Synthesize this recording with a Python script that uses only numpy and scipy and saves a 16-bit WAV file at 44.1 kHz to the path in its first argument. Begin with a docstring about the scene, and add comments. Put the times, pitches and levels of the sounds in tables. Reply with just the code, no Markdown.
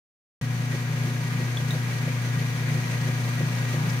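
"""A small room, just above the open, water-filled tub of a top-loading washing machine.
The motor hums at twice the mains frequency and beats against tones from its shaft; on every turn
the belt bumps the tub and cabinet. The pump rushes, its housing whirrs, the bearings scrape now
and then. Two drops ping in the water, which stirs near the end. The sound cuts in after a silence."""
import sys
import numpy as np
from scipy import signal
from scipy.fft import rfft, irfft
from scipy.io import wavfile
from scipy.ndimage import map_coordinates

SR = 44100
rng = np.random.default_rng(int(sys.argv[2]) if len(sys.argv) > 2 else 0)


def bounce(signal):
    """Save signal as a 16-bit WAV file at the path given by the first command-line argument."""
    frames = np.transpose(np.atleast_2d(signal))
    limited = np.clip(frames, -1, 1)
    pcm = np.round(limited * 32767).astype(np.int16)
    wavfile.write(sys.argv[1], SR, pcm)


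N = 176400
BIN_HZ = np.arange(N // 2 + 1) * SR / N
MAINS_HZ, SHAFT_HZ, BELT_TURN_S = 60, 29.3, .3335
RIGHT_LAG_S = 0.000206  # the machine's sound arrives later on the right


def motor(t, throb_db, scrape_db):
    """Beating: magnetic hum adds to close sidebands from shaft and belt; shaft tones and whine lie above."""
    # hum and sidebands: multiples of mains, shaft and belt rate that sum to the tone's frequency,
    # level/dB, left-right/dB, flutter/dB, swell per belt turn/dB
    hum = [(2, 0, 0, -28, 2.5, 0.76, 0), (4, 0, 0, -41.5, -1.5, 0.57, 2), (4, 1, 0, -53, 6, 2.2, 0),
           (4, 1, -1, -59, 1, 1.5, 0.47), (6, 0, 0, -63, -12, 1.5, -1), (16, 0, 0, -54.5, 2.5, 1.1, 0),
           (20, 0, 0, -62.5, 10, 1.5, 2)]
    # low tones that throb against the hum: same columns
    throb = [(2, 1, 0, -32.5, 0.9, 1.5, 0), (2, 1, -1, -40.5, 0.92, 0.85, 0), (2, 1, 2, -48, 1, 1.8, 0),
             (0, 6, 0, -42, 0, 1.5, 0.86), (0, 6, -2, -48, 0, 0.87, 0)]
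    # shaft harmonics: multiple of the shaft rate, level/dB, left-right/dB
    shaft_tones = [(3, -64, 1), (25, -55, 0), (27, -64.5, 5), (50, -58, 10), (57, -54.5, 9.5)]
    in_step_s, belt_peak_s, growth_db_per_s = 1.017, 2.075, .5
    mains = 2 * np.pi * MAINS_HZ * (t - in_step_s)
    shaft = 2 * np.pi * SHAFT_HZ * (t - in_step_s) + 0.0079 * walk(5.5)
    belt = 2 * np.pi * (t - belt_peak_s) / BELT_TURN_S
    out = 0
    for tones, level_db in (hum, 0), (throb, throb_db):
        for n_mains, n_shaft, n_belt, db, side_db, flutter_db, swell_db in tones:
            size = undb(db + level_db + swell_db * np.cos(belt) + flutter_db * walk(9.2))
            phase = round(n_mains) * mains + round(n_shaft) * shaft + round(n_belt) * belt
            out += pan(side_db) * size * np.cos(phase)
    for n_shaft, db, side_db in shaft_tones:
        out += pan(side_db) * undb(db + 0.5 * walk(6)) * np.cos(round(n_shaft) * shaft)
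    out += whine(t, scrape_db)
    return np.sqrt(2) * undb(growth_db_per_s * (t - t.mean())) * out


def whine(t, scrape_db, hz=1910, flutter_hz=20):
    """Random phase and amplitude modulation roughen a thin motor tone that swells with each scrape."""
    ahead = t + np.array([[0], [RIGHT_LAG_S]])  # so that it arrives on both sides together
    tone = np.sin(2 * np.pi * hz * ahead + .6 * walk(flutter_hz))
    level_db = -51.5 + 0.5 * scrape_db + 4 * walk(flutter_hz)
    return pan(.5) * undb(level_db) * tone


def belt_bumps(t):
    """Periodic forcing: boom, knock and rush swell (in dB) as the belt's stiff spots pass the pulley."""
    # stiff spots: t/s of one passage, half-width/s, boom/dB, knock/dB, rush/dB
    bumps = [(0.402, 0.033, 3, 2, 1.9), (0.588, 0.038, 0.5, 3, 1.5)]
    swell = 0
    for at, width, *db in bumps:
        away = (t - at + BELT_TURN_S / 2) % BELT_TURN_S - BELT_TURN_S / 2
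        swell += np.outer(db, np.exp(-(away / width) ** 2))
    return swell


def belt_noise(repeat):
    """Partly periodic excitation: the share `repeat` of the roughness's power recurs on every turn."""
    turn = np.resize(rng.standard_normal(int(BELT_TURN_S * SR)), N)
    return np.sqrt(repeat) * turn + np.sqrt(1 - repeat) * rng.standard_normal(N)


def tub(boom_db, knock_db):
    """Forced vibration: shaken by the belt, the full tub booms and the sheet-metal cabinet knocks."""
    # response of the tub: f/Hz, level/dB
    tub_response = [(20, -32), (40, -30), (60, -24), (100, -16), (135, -11.5), (153, 2.5), (172, 1),
                    (190, -10), (225, -11.5), (280, -15.5), (400, -45.5)]
    # response of the cabinet: f/Hz, level/dB
    cabinet_response = [(200, -13.5), (310, -5.5), (350, 3.5), (398, -7), (430, 0.5), (465, -4.5),
                        (515, -1.5), (620, -11), (1000, -11), (2000, -54.5)]
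    boom = unit(colour(belt_noise(repeat=0.33) * undb(boom_db), tub_response))
    shake = belt_noise(repeat=0.44) + 0.14 * np.array([[1], [-1]]) * belt_noise(repeat=0.44)
    knock = unit(colour(shake * undb(knock_db), cabinet_response))
    return pan(1.8) * undb(-40) * boom + undb(-46) * knock


def thuds(t, attack_s=0.0061, decay_s=0.021, split_hz=450):
    """Damped modes: each soft thud of the belt is shared differently between low and high panel modes."""
    # belt thuds: t/s, level of the low modes/dB, level of the high modes/dB
    pushes = [(.744, -40, -39.5), (1.081, -36.5, -48), (1.403, -41, -44), (1.595, -44, -44),
              (1.743, -44, -36.5), (2.078, -42, -39), (2.409, -42.5, -45), (2.752, -40, -43),
              (3.082, -41.5, -40), (3.408, -36, -40), (3.744, -36, -37.5)]
    # modes of the cabinet panels: f/Hz, relative level/dB
    modes = [(287, -5.5), (348, 1), (385, -9.5), (430, -6.5), (492, -0.5), (528, -1), (570, -5.5),
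             (625, -5)]
    out = np.zeros(N)
    for at, low_db, high_db in pushes:
        near = np.abs(t - at) < BELT_TURN_S
        age = t[near] - at
        envelope = np.exp(-np.maximum(-age / attack_s, age / decay_s))
        for hz, db in modes:
            size = undb(db + (low_db if hz < split_hz else high_db))
            cycles = hz * (1 + .02 * rng.standard_normal()) * age + rng.random()
            out[near] += size * envelope * np.sin(2 * np.pi * cycles)
    return out


def pump(t, bump_db, coherent_below_hz=910):
    """A diffuse field, coherent only in the bass: the rush flickers and pulses with shaft, mains and belt."""
    # rush of pump and bearings: f/Hz, relative spectral level/dB
    spectrum = [(25, -10.5), (60, -3), (300, -1), (600, 0), (830, -2.5), (1080, 0.5), (1200, -0.5),
                (1370, -2), (1650, 0), (1790, 0.5), (1920, 1.5), (2100, 2), (2400, -0.5), (2850, -2.5),
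                (3200, -3.5), (4400, -6), (5300, -10), (6200, -4.5), (7000, -10.5), (8200, -14),
                (9100, -13.5), (9550, -16), (10150, -12.5), (11000, -17), (12200, -13.5), (13300, -18.5),
                (15300, -18.5)]
    # its balance: f/Hz, left-right/dB
    balance = [(300, 3.5), (700, -1), (1250, 5.5), (1650, 3.5), (1950, 3), (2400, 4.5), (3600, -0.5),
               (4500, -7), (6200, -5.5), (7600, 1.5), (15000, 0)]
    coherence = 1 / (1 + (BIN_HZ / coherent_below_hz) ** 2) ** 2
    common = np.sqrt(coherence) * rfft(rng.standard_normal(N))
    separate = np.sqrt(1 - coherence) * rfft(rng.standard_normal((2, N)))
    noise = irfft((common + separate) * pan(on_bins(balance)), N)
    rush = unit(colour(noise, spectrum))
    pulsing_part = colour(rush, [(2600, -5.5), (4500, -3.5)])
    chafe_db = .7 * np.sin(2 * np.pi * SHAFT_HZ * t)
    buzz_db = .35 * np.cos(2 * np.pi * 4 * MAINS_HZ * t)
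    flicker_db = walk(45)
    gain = undb(bump_db + chafe_db + buzz_db + flicker_db)
    return undb(-38) * unit(rush + pulsing_part * (gain - 1))


def whirr():
    """Resonance: the pump keeps narrow bands of the housing ringing, in a different phase on each side."""
    # housing resonances: f/Hz, bandwidth/Hz, level/dB, left-right/dB
    resonances = [(599.3, 11, -67, 2), (775, 30, -69, 0), (900, 40, -66, 0), (1029, 39, -57.5, 8.5),
                  (1210, 53, -54, 4), (1295, 30, -62, 1), (1469, 43, -58, 7), (1635, 53, -54, 8.5),
                  (2028, 30, -56, 1), (2255, 54, -56, 0), (2389, 55, -53, 2), (2600, 22, -60, 3)]
    drive = rfft(rng.standard_normal(N))
    out = 0
    for hz, width, db, side_db in resonances:
        band = drive / (1 + ((BIN_HZ - hz) / (width / 2)) ** 4)
        phase = np.exp(2j * np.pi * rng.random((2, 1)))
        out += pan(side_db) * undb(db) * unit(irfft(band * phase, N))
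    return out


def bearings(t, scrape_db):
    """Dry friction excites a few resonances; the rubbing wavers and chafes on each turn of the shaft."""
    # rubbing of the bearings: f/Hz, relative spectral level/dB
    spectrum = [(900, -38), (1400, -6), (1660, -1), (1790, -9), (1910, -1.5), (2100, -6), (2390, -1.5),
                (2800, -23), (4000, -36)]
    rub = unit(colour(rng.standard_normal((2, N)), spectrum))
    chafe_db = 2 * np.sin(2 * np.pi * SHAFT_HZ * t)
    return pan(2.5) * undb(-48.5 + scrape_db + chafe_db + 2 * walk(26)) * rub


def drops(t, rise_s=0.00054, splash_s=0.0046, echo_t60_s=0.16):
    """Bubble resonance: each drop traps a little air that pings, with a splash and the tub's echo."""
    # drops: t/s, bubble f/Hz, ping level/dB, decay time/s, splash level/dB
    impacts = [(1.5712, 3420, -19.5, .0023, -44), (1.7064, 3770, -18.5, .0022, -32)]
    out = np.zeros((2, N))
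    for at, hz, db, decay, splash_db in impacts:
        age = np.clip(t - at, 0, None)
        onset = 1 - np.exp(-age / rise_s)
        ping = undb(db) * np.sin(2 * np.pi * hz * age) * np.exp(-age / decay)
        splash = undb(splash_db) * np.exp(-age / splash_s) * rng.standard_normal((2, N))
        out += onset * (ping + splash)
    tail = rng.standard_normal((2, N)) * np.exp(-np.log(1000) * t / echo_t60_s)
    echo = signal.fftconvolve(out, unit(tail) / np.sqrt(N), axes=-1)[:, :N]
    return out + undb(-3.5) * echo


def stirs(t):
    """Band-limited noise under a bell-shaped envelope: the water stirs in soft, short washes."""
    # washes: t/s, half-width/s, centre f/Hz, level/dB
    washes = [(3.84, 0.069, 870, -41), (3.9, .012, 5020, -39.5)]
    out = 0
    for at, width, hz, db in washes:
        band = [(hz / 2, -22), (hz, 0), (hz * 2, -22), (hz * 4, -50)]
        wash = unit(colour(rng.standard_normal((2, N)), band))
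        out += undb(db) * np.exp(-((t - at) / width) ** 2) * wash
    return out


def undb(db):
    return 10 ** (np.asarray(db) / 20)


def unit(x):
    return x / np.sqrt(np.mean(x ** 2))


def pan(db):
    """Left and right gains for a level difference."""
    return undb(np.array([[1], [-1]]) * db / 2)


def on_bins(points):
    """Interpolation of (f/Hz, value) at every bin, on a logarithmic frequency axis."""
    hz, value = np.array(points, float).T
    return np.interp(np.log(BIN_HZ + 1), np.log(hz), value)


def colour(x, points):
    """Filtering by a response of (f/Hz, level/dB)."""
    return irfft(rfft(x) * undb(on_bins(points)), N)


def walk(rate_hz):
    """Low-pass noise: a smooth random wander with a spread of 1."""
    low_pass = np.exp(-(BIN_HZ / rate_hz) ** 2) * (BIN_HZ > 0)
    return unit(irfft(rfft(rng.standard_normal(N)) * low_pass, N))


def scene():
    """Superposition of machine and water; shared swells tie the machine's parts together."""
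    # slow rise of the machine's noise: t/s, level/dB
    noise_level = [(.41, -2), (.7, -0.8), (1.5, 0.05), (2.0, 0.23), (3.0, 1), (4.0, 1.5)]
    # swell of the throbbing tones and the tub's boom: t/s, level/dB
    throb_level = [(.41, -2.5), (.6, 1.5), (.76, -5), (.97, 1), (1.16, -2.5), (1.3, 1), (1.42, 1),
                   (1.5, -13.5), (1.62, 3.5), (1.75, 0), (1.82, -6), (1.92, 2), (2.2, -3.5), (2.75, 1),
                   (3.02, -2.5), (3.2, 1.5), (3.32, -4), (3.55, 1.5), (3.72, -4), (3.87, 3.5), (4, -3.5)]
    # scrapes of the bearings: t/s, half-width/s, swell/dB
    scrapes = [(0.73, 0.017, 10.5), (1.333, .018, 5), (1.896, .025, 8), (2.026, 0.016, 10),
               (2.082, 0.032, 8), (2.24, 0.027, 8), (2.344, .018, 8), (2.605, 0.03, 8), (2.69, 0.027, 9),
               (2.773, 0.03, 8.5), (2.945, .03, 5.5), (3.1, .035, 2), (3.34, 0.021, 11),
               (3.415, 0.026, 6.5), (3.9, 0.03, 2.5)]
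    t = np.arange(N) / SR
    boom_db, knock_db, rush_db = belt_bumps(t)
    noise_gain = undb(np.interp(t, *np.array(noise_level).T))
    throb_db = np.interp(t, *np.array(throb_level).T)
    scrape_db = sum(db * np.exp(-((t - at) / width) ** 2) for at, width, db in scrapes)
    noise = tub(boom_db + throb_db, knock_db) + pump(t, rush_db) + whirr() + bearings(t, scrape_db)
    left, right = motor(t, throb_db, scrape_db) + noise_gain * noise + thuds(t)
    right = map_coordinates(right, [(t - RIGHT_LAG_S) * SR], order=5, mode="mirror")
    return np.array([left, right]) + drops(t) + stirs(t)


def record(dry):
    """Gating and band limiting: the sound cuts in abruptly and its highest treble is removed."""
    start_s, rise_s, top_hz = .412, 0.0014, 15550
    gate = np.clip((np.arange(N) / SR - start_s) / rise_s, 0, 1)
    low_pass = signal.ellip(10, .1, 80, top_hz, fs=SR, output="sos")
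    return signal.sosfilt(low_pass, dry * gate)


dry = scene()
out = record(dry)
bounce(out)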